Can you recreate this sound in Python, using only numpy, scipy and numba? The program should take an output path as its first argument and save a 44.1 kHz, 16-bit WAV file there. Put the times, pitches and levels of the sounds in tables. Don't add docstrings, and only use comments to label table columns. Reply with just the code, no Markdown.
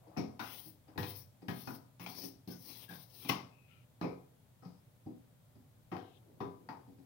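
import sys
import numpy as np
from scipy import signal
from scipy.fft import rfft, irfft, next_fast_len
from scipy.io import wavfile
from scipy.ndimage import map_coordinates
from numba import njit

SR = 44100
rng = np.random.default_rng(int(sys.argv[2]) if len(sys.argv) > 2 else 0)


def to_wav(s):
    ch = np.atleast_2d(s).T
    pcm = np.round(np.clip(ch, -1, 1) * 32767)
    wavfile.write(sys.argv[1], SR, pcm.astype(np.int16))


N = 310905
T = np.arange(N) / SR

# f/Hz, left minus right/dB
JIG_PAN = [(60, -7.5), (180, 0.5), (300, 0.5), (450, 3.5), (750, 7.5), (1500, 9), (2500, 17), (4000, 20),
           (6000, 42), (14000, 13)]


def scrape(contact_q=3.0, contact_db=9.5, rasp_trim_db=-2, room_db=-6):
    # f/Hz, gain/dB
    hiss_eq = [(3000, -39), (7500, -35.5), (8300, -19), (9200, -10.5), (12400, -13), (13800, -6),
               (15600, -2), (17000, -5)]
    # f/Hz, gain/dB
    rasp_eq = [(60, -29), (180, 5.5), (280, 13.5), (550, 3.5), (1000, 3), (1500, -10), (2000, -1),
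               (2600, -4), (4000, -5), (5600, -1), (6400, -7.5), (7200, -24), (9000, -50)]
    # f/Hz, left minus right/dB
    pan = [(100, 4), (400, 1.5), (1000, 11), (2500, 16.5), (5000, 28), (15000, 31)]
    hiss_gain, rasp_gain, contact_hz = hand()
    grains = grit()
    blade = colour(grains, rasp_eq)
    blade = blade + undb(contact_db) * np.array([resonate(x, contact_hz, contact_q) for x in blade])
    hiss = hiss_gain * unit(stereo(colour(grains, hiss_eq), pan))
    rasp = undb(rasp_trim_db) * rasp_gain * unit(stereo(blade, pan))
    direct = hiss + rasp
    tail = room_tail()
    reverb = signal.fftconvolve(direct, tail / np.linalg.norm(tail[0]), axes=1)[:, :N]
    return direct + undb(room_db) * reverb


def hand(hiss_arch_db=2.7, flick_lead_s=0.053, flick_s=0.013, release_s=0.012):
    # t/s, length/s, touch-down/s, hiss/dB, hiss swell/dB, rasp/dB, rasp swell/dB, rasp arch/dB,
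    # hiss flick/dB, starting resonance/Hz, final resonance/Hz
    strokes = [ (0.393, 0.31, 0.001, -55.5, -2.5, -61, -20.5, 2, 2, 2310, 4660),
               (0.977, 0.25, 0.001, -53, -7.5, -61.5, -17.5, 2, 4, 2690, 5600),
               (1.484, 0.27, 0.001, -60, 4, -66.5, 4.5, 5, 3.5, 3500, 4700),
               (1.996, 0.06, 0.001, -61.5, -1, -57, -8.5, -3.5, -2, 2130, 2500),
               (2.064, 0.22, 0.001, -59, 6, -64, 8, 8.5, -5, 4200, 5500),
               (2.474, 0.098, 0.0032, -59, -8, -64.5, -10.5, 3.5, 3, 4070, 6030),
               (2.58, 0.26, 0.028, -59.5, 5.5, -63.5, 11.5, 6.5, 7, 6060, 3180),
               (2.888, 0.19, 0.002, -53, -12.5, -68, -13.5, 7, 3, 2840, 4800),
               (3.085, 0.21, 0.025, -64.5, 10.5, -64, 12, 1, 0, 4900, 2860),
               (3.286, 0.022, 0.004, -39.5, -15, -50, 8, 13.5, 0, 2700, 2690), ]
    hiss, rasp = np.zeros((2, N))
    contact_hz = np.full(N, float(strokes[0][-2]))
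    for (s, length, touch_s, hiss_db, hiss_swell, rasp_db, rasp_swell, arch_db,
         flick_db, from_hz, to_hz) in strokes:
        along = np.clip((T - s) / length, 0, 1)
        past_end = T - s - length
        touching = np.clip((T - s) / touch_s, 0, 1) * np.exp(-np.maximum(past_end, 0) / release_s)
        speed = np.sin(np.pi * along)
        flick = np.exp(-((past_end + flick_lead_s) / flick_s) ** 2)
        hiss += touching * undb(hiss_db + hiss_swell * along + hiss_arch_db * speed + flick_db * flick)
        rasp += touching * undb(rasp_db + rasp_swell * (along - .5) + arch_db * speed)
        contact_hz = np.where(T >= s, from_hz * (to_hz / from_hz) ** along, contact_hz)
    pressure = undb(3.15 * wander(rate_hz=35.24))
    return hiss * pressure, rasp * pressure, contact_hz


def grit(grain_db=2.6, cap_db=13, judder_db=0.8, patchy_db=3.9, spacing_hz=130, dwell_s=0.037):
    grain = np.minimum(grain_db * rng.exponential(size=N), cap_db)
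    bites = rng.standard_normal((2, N)) * undb(grain + judder_db * wander(rate_hz=150))
    hz, s, spectra = signal.stft(bites, SR, nperseg=1024)
    places = np.meshgrid(hz / spacing_hz, s / dwell_s, indexing='ij')
    coupling = map_coordinates(rng.standard_normal((512, 512)), places, order=1, mode='wrap')
    return signal.istft(spectra * undb(patchy_db * coupling), SR, nperseg=1024)[1][:, :N]


def knocks(trims_db=(-1, -4, -1)):
    # t/s, thud/dB, clack/dB, tick/dB, wood resonance/Hz, blade resonance/Hz, tick resonance/Hz, rise/s
    contacts = [ (0.164, -45, -46, -77, 260, 740, 5000, 0.0032),
                (0.17, -37, -49, -51.5, 221, 2210, 5540, 0.0038),
                (0.393, -48, -41, -53.5, 233, 1434, 3730, 0.0029),
                (0.956, -51, -60.5, -84, 292, 840, 5000, 0.0015),
                (0.977, -38.5, -40.5, -52.5, 96.7, 1700, 3830, 0.00021),
                (1.03, -52, -46, -53.5, 303, 2450, 4060, 0.0004),
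                (1.482, -38.5, -43.5, -52.5, 217, 1670, 3150, 0.0016),
                (1.673, -46, -46.5, -58, 233, 1430, 5750, 0.00063),
                (1.995, -51.5, -55, -84, 180, 2150, 3300, 0.0083),
                (2.062, -54, -46, -54, 264, 2330, 3280, 0.0003),
                (2.889, -52.5, -56.5, -64, 145, 1580, 3750, 0.02),
                (3.246, -48.5, -53.5, -58.5, 255, 2360, 3700, 0.0034),
                (3.294, -35.5, -34.5, -41, 239, 1113, 3000, 0.00014),
                (4.012, -39, -45, -59, 332, 1210, 4040, 0.00038),
                (4.024, -38.5, -47, -64, 458, 2370, 5100, 0.0072),
                (4.622, -57, -60.5, -87, 182, 1320, 5140, 0.0056),
                (5.915, -40.5, -43.5, -63.5, 339, 753, 3130, 0.0058),
                (5.966, -53, -54, -64, 420, 1540, 3170, 0.00025),
                (6.403, -40.5, -43, -63.5, 402, 1150, 3630, 0.0034),
                (6.688, -53, -43.5, -64.5, 243, 907, 4730, 0.00052), ]
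    return sum(strike(s, np.add((thud, clack, tick), trims_db), wood_hz, blade_hz, tick_hz, rise_s)
               for s, thud, clack, tick, wood_hz, blade_hz, tick_hz, rise_s in contacts)


def bumps(thud_trim_db=-1, clack_trim_db=-3, tick_trim_db=-10.5):
    # t/s, thud/dB, clack and tick/dB,
    # wood resonance/Hz
    rocking = [ (0.071, -59, -72, 300), (0.656, -59, -82, 293), (0.879, -59.5, -68.5, 293),
               (1.418, -53, -66, 285), (2.233, -50, -65, 302), (2.473, -44.5, -79, 230),
               (4.648, -51, -64, 200), (5.06, -44.5, -72.5, 259), (5.551, -62.5, -75, 230),
               (6.453, -46.5, -81, 416), (6.875, -57.5, -77, 278), (6.982, -59.5, -75, 278), ]
    out = np.zeros((2, N))
    for s, thud, metal, wood_hz in rocking:
        levels_db = thud + thud_trim_db, metal + clack_trim_db, metal + tick_trim_db
        out += strike(s, levels_db, wood_hz, blade_hz=820, tick_hz=4840, rise_s=0.0033, wood_ring_db=-1)
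    return out


def strike(s, levels_db, wood_hz, blade_hz, tick_hz, rise_s, wood_ring_db=-4, swell_s=0.0044):
    hit = impact()
    n, start = hit.shape[1], int(s * SR)
    hit = hit * (1 - np.exp(-T[:n] / rise_s))
    thud = emphasise(band(hit, 22, 580), wood_hz, q=7, db=wood_ring_db)
    thud *= 1 - np.exp(-T[:n] / swell_s)
    clack = emphasise(band(hit, 620, 2800), blade_hz, q=14, db=-4)
    tick = emphasise(band(hit, 2900, 18000), tick_hz, q=12, db=-4)
    sound = sum(unit(part, size=1323) * undb(db) for part, db in zip((thud, clack, tick), levels_db))
    return np.pad(sound, ((0, 0), (start, max(N - start - n, 0))))[:, :N]


def impact(crack_db=9, crack_s=0.0028, ring_db=-2, scatter_db=3, size=32768):
    # f/Hz, gain/dB
    clatter_eq = [(25, -71), (65, -21), (105, 5.5), (250, 3.5), (490, -7.5), (590, -7.5), (760, 1.5),
                  (1100, -2), (1450, -9), (2550, -18.5), (3050, -26.5), (5500, -25.5), (7400, -44),
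                  (15000, -34)]
    # f/Hz, t60/s, level/dB
    modes = [(129, 0.76, -12), (176.6, 0.39, 2.5), (221.5, 0.44, -22.5), (270.9, 0.44, -2.5),
             (314.2, 0.28, -2.5), (395.2, 0.39, -7), (491.6, 0.46, -7), (773, 0.11, 0), (900, 0.069, -7),
             (997, 0.42, -4.5), (1080, 0.14, -50), (1253, 0.51, -13.5), (1568, 0.4, -21),
             (1713, 0.057, -11.5), (1900, 0.25, -10.5), (2150, 0.48, -20.5), (2440, 0.55, -29.5),
             (2516, 0.14, -13), (4970, 0.1, -26.5), (5500, .18, -35)]
    t = T[:size]
    crack = rng.standard_normal((2, size)) * np.exp(-t / crack_s)
    clatter = colour(room_tail(size) + undb(crack_db) * crack, clatter_eq)
    hz, t60, db = np.transpose(modes)
    shares = undb(db + scatter_db * rng.standard_normal((2, len(hz))))
    shares *= rng.choice([-1, 1], shares.shape)
    partials = np.sin(2 * np.pi * hz[:, None] * t) * np.exp(-np.log(1000) * t / t60[:, None])
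    return stereo(unit(clatter) + undb(ring_db) * unit(shares @ partials), JIG_PAN)


def emphasise(x, hz, q, db, size=2205):
    ring = signal.lfilter(*signal.iirpeak(hz, q, fs=SR), x)
    return unit(x, size) + undb(db) * unit(ring, size)


def slides(rise_share=0.21, uneven_db=2):
    # t/s, length/s, centre/Hz, width/Hz, level/dB
    rubs = [ (0.0, 0.42, 630, 355, -63), (0.87, 0.096, 790, 885, -68.5), (3.676, 0.18, 2670, 1070, -72),
            (4.62, 0.19, 5030, 910, -78), (5.98, 0.23, 3330, 1190, -71.5), (6.14, 0.84, 276, 244, -64.5),
            (6.685, 0.15, 287, 357, -61), ]
    grains = stereo(grit() * undb(uneven_db * wander(rate_hz=25)), JIG_PAN)
    out = np.zeros((2, N))
    for s, length, hz, width, db in rubs:
        speed = np.interp((T - s) / length, [0, rise_share, 1], [0, 1, 0])
        rub = band(grains, hz - width / 2, hz + width / 2, order=2)
        out += undb(db) * np.sqrt(speed) * unit(rub)
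    return out


def squeaks(rise_share=0.24, sag_share=0.05, q=12.0):
    # t/s, length/s, starting
    # pitch/Hz, level/dB
    cues = [(2.484, 0.1, 1580, -68), (2.882, 0.095, 1660, -58), (3.493, 0.33, 2590, -74.5),
            (3.686, 0.15, 1370, -77.5)]
    friction = stereo(rng.standard_normal((2, N)), JIG_PAN)
    out = np.zeros((2, N))
    for s, length, hz, db in cues:
        along = np.clip((T - s) / length, 0, 1)
        pitch = hz * (1 - sag_share * along)
        ring = np.array([resonate(resonate(x, pitch, q), pitch, q) for x in friction])
        speed = np.interp(along, [0, rise_share, 1], [0, 1, 0])
        out += undb(db) * np.sqrt(speed) * unit(ring)
    return out


def room_tail(size=32768):
    # f/Hz, t60/s
    decays = [(60, 0.85), (150, 0.32), (500, 0.47), (1200, 0.38), (2500, 0.31), (5000, .36), (12000, 0.25)]
    centres, t60s = np.transpose(decays)
    hz = np.fft.rfftfreq(size, 1 / SR)
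    noise = rfft(rng.standard_normal((2, size)))
    out = np.zeros((2, size))
    for t60, share in zip(t60s, np.eye(len(decays))):
        weight = curve(np.c_[centres, share], hz)
        out += irfft(noise * weight) * np.exp(-np.log(1000) * T[:size] / t60)
    return out


def room_tone(air_db=-65, waver_db=1.2, drift_rad=0.35):
    # f/Hz, gain/dB
    air_eq = [(15, -33), (25, -29), (70, -16.5), (107, -5.5), (130, -4), (179, -15), (333, -25),
              (587, -25.5), (929, -29), (1010, -30.5), (1150, -32.5), (2970, -38.5), (3220, -36),
              (5370, -41.5), (15800, -37.5)]
    # f/Hz, left minus right/dB
    pan = [(40, 3), (120, -2.5), (240, 11), (400, -0.5), (650, 9), (1200, 2.5), (14000, 0.5)]
    # f/Hz, level/dB
    partials = [(102.3, -86), (118.4, -74.5), (258.4, -83.5), (500.6, -90.5), (592.2, -87)]
    air = unit(stereo(colour(rng.standard_normal((2, N)), air_eq), pan))
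    hum = np.zeros(N)
    for hz, db in partials:
        peak = np.sqrt(2) * undb(db + waver_db * wander(rate_hz=1.2))
        hum += peak * np.sin(2 * np.pi * hz * T + drift_rad * wander(rate_hz=1.7))
    return undb(air_db) * air + hum


def stereo(pair, pan):
    # f/Hz, correlation
    likeness = [(80, 0.83), (160, 0.87), (300, 0.62), (600, 0.24), (1500, 0.023), (5000, 0.013)]
    n = next_fast_len(pair.shape[1] + SR // 10)
    left, other = rfft(pair, n)
    hz = np.fft.rfftfreq(n, 1 / SR)
    alike = curve(likeness, hz)
    right_gain = undb(-curve(pan, hz))
    right = right_gain * (alike * left + np.sqrt(1 - alike ** 2) * other)
    return irfft(np.array([left, right]) / (1 + right_gain), n)[:, :pair.shape[1]]


def colour(x, points, size=4096):
    gain = undb(curve(points, np.fft.rfftfreq(size, 1 / SR)))
    cepstrum = irfft(np.log(gain))
    cepstrum[1:size // 2] *= 2
    cepstrum[size // 2 + 1:] = 0
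    impulse = irfft(np.exp(rfft(cepstrum)))
    return signal.fftconvolve(x, impulse[None], axes=1)[:, :x.shape[1]]


@njit
def resonate(x, hz, q):
    y, band_state, low_state = np.empty(len(x)), 0., 0.
    for i in range(len(x)):
        g = np.tan(np.pi * hz[i] / SR)
        v = (band_state + g * (x[i] - low_state)) / (1 + g * (g + 1 / q))
        band_state = 2 * v - band_state
        low_state += 2 * g * v
        y[i] = v / q
    return y


def band(x, low_hz, high_hz, order=3):
    return signal.sosfilt(signal.butter(order, [low_hz, high_hz], 'band', fs=SR, output='sos'), x)


def wander(rate_hz):
    knots = rng.standard_normal(N // 10)
    return np.interp(T * rate_hz, np.arange(len(knots)), knots)


def curve(points, hz):
    f, value = np.transpose(points)
    return np.interp(np.log(hz + 1), np.log(f), value)


def unit(x, size=None):
    return x / np.sqrt(np.mean(x.mean(0)[:size] ** 2))


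def undb(db):
    return 10 ** (np.asarray(db) / 20)


def scene():
    return scrape() + knocks() + bumps() + slides() + squeaks() + room_tone()


def record(dry):
    top_hz = 15850
    return signal.sosfilt(signal.ellip(12, .2, 70, top_hz, fs=SR, output='sos'), dry)


dry = scene()
out = record(dry)
to_wav(out)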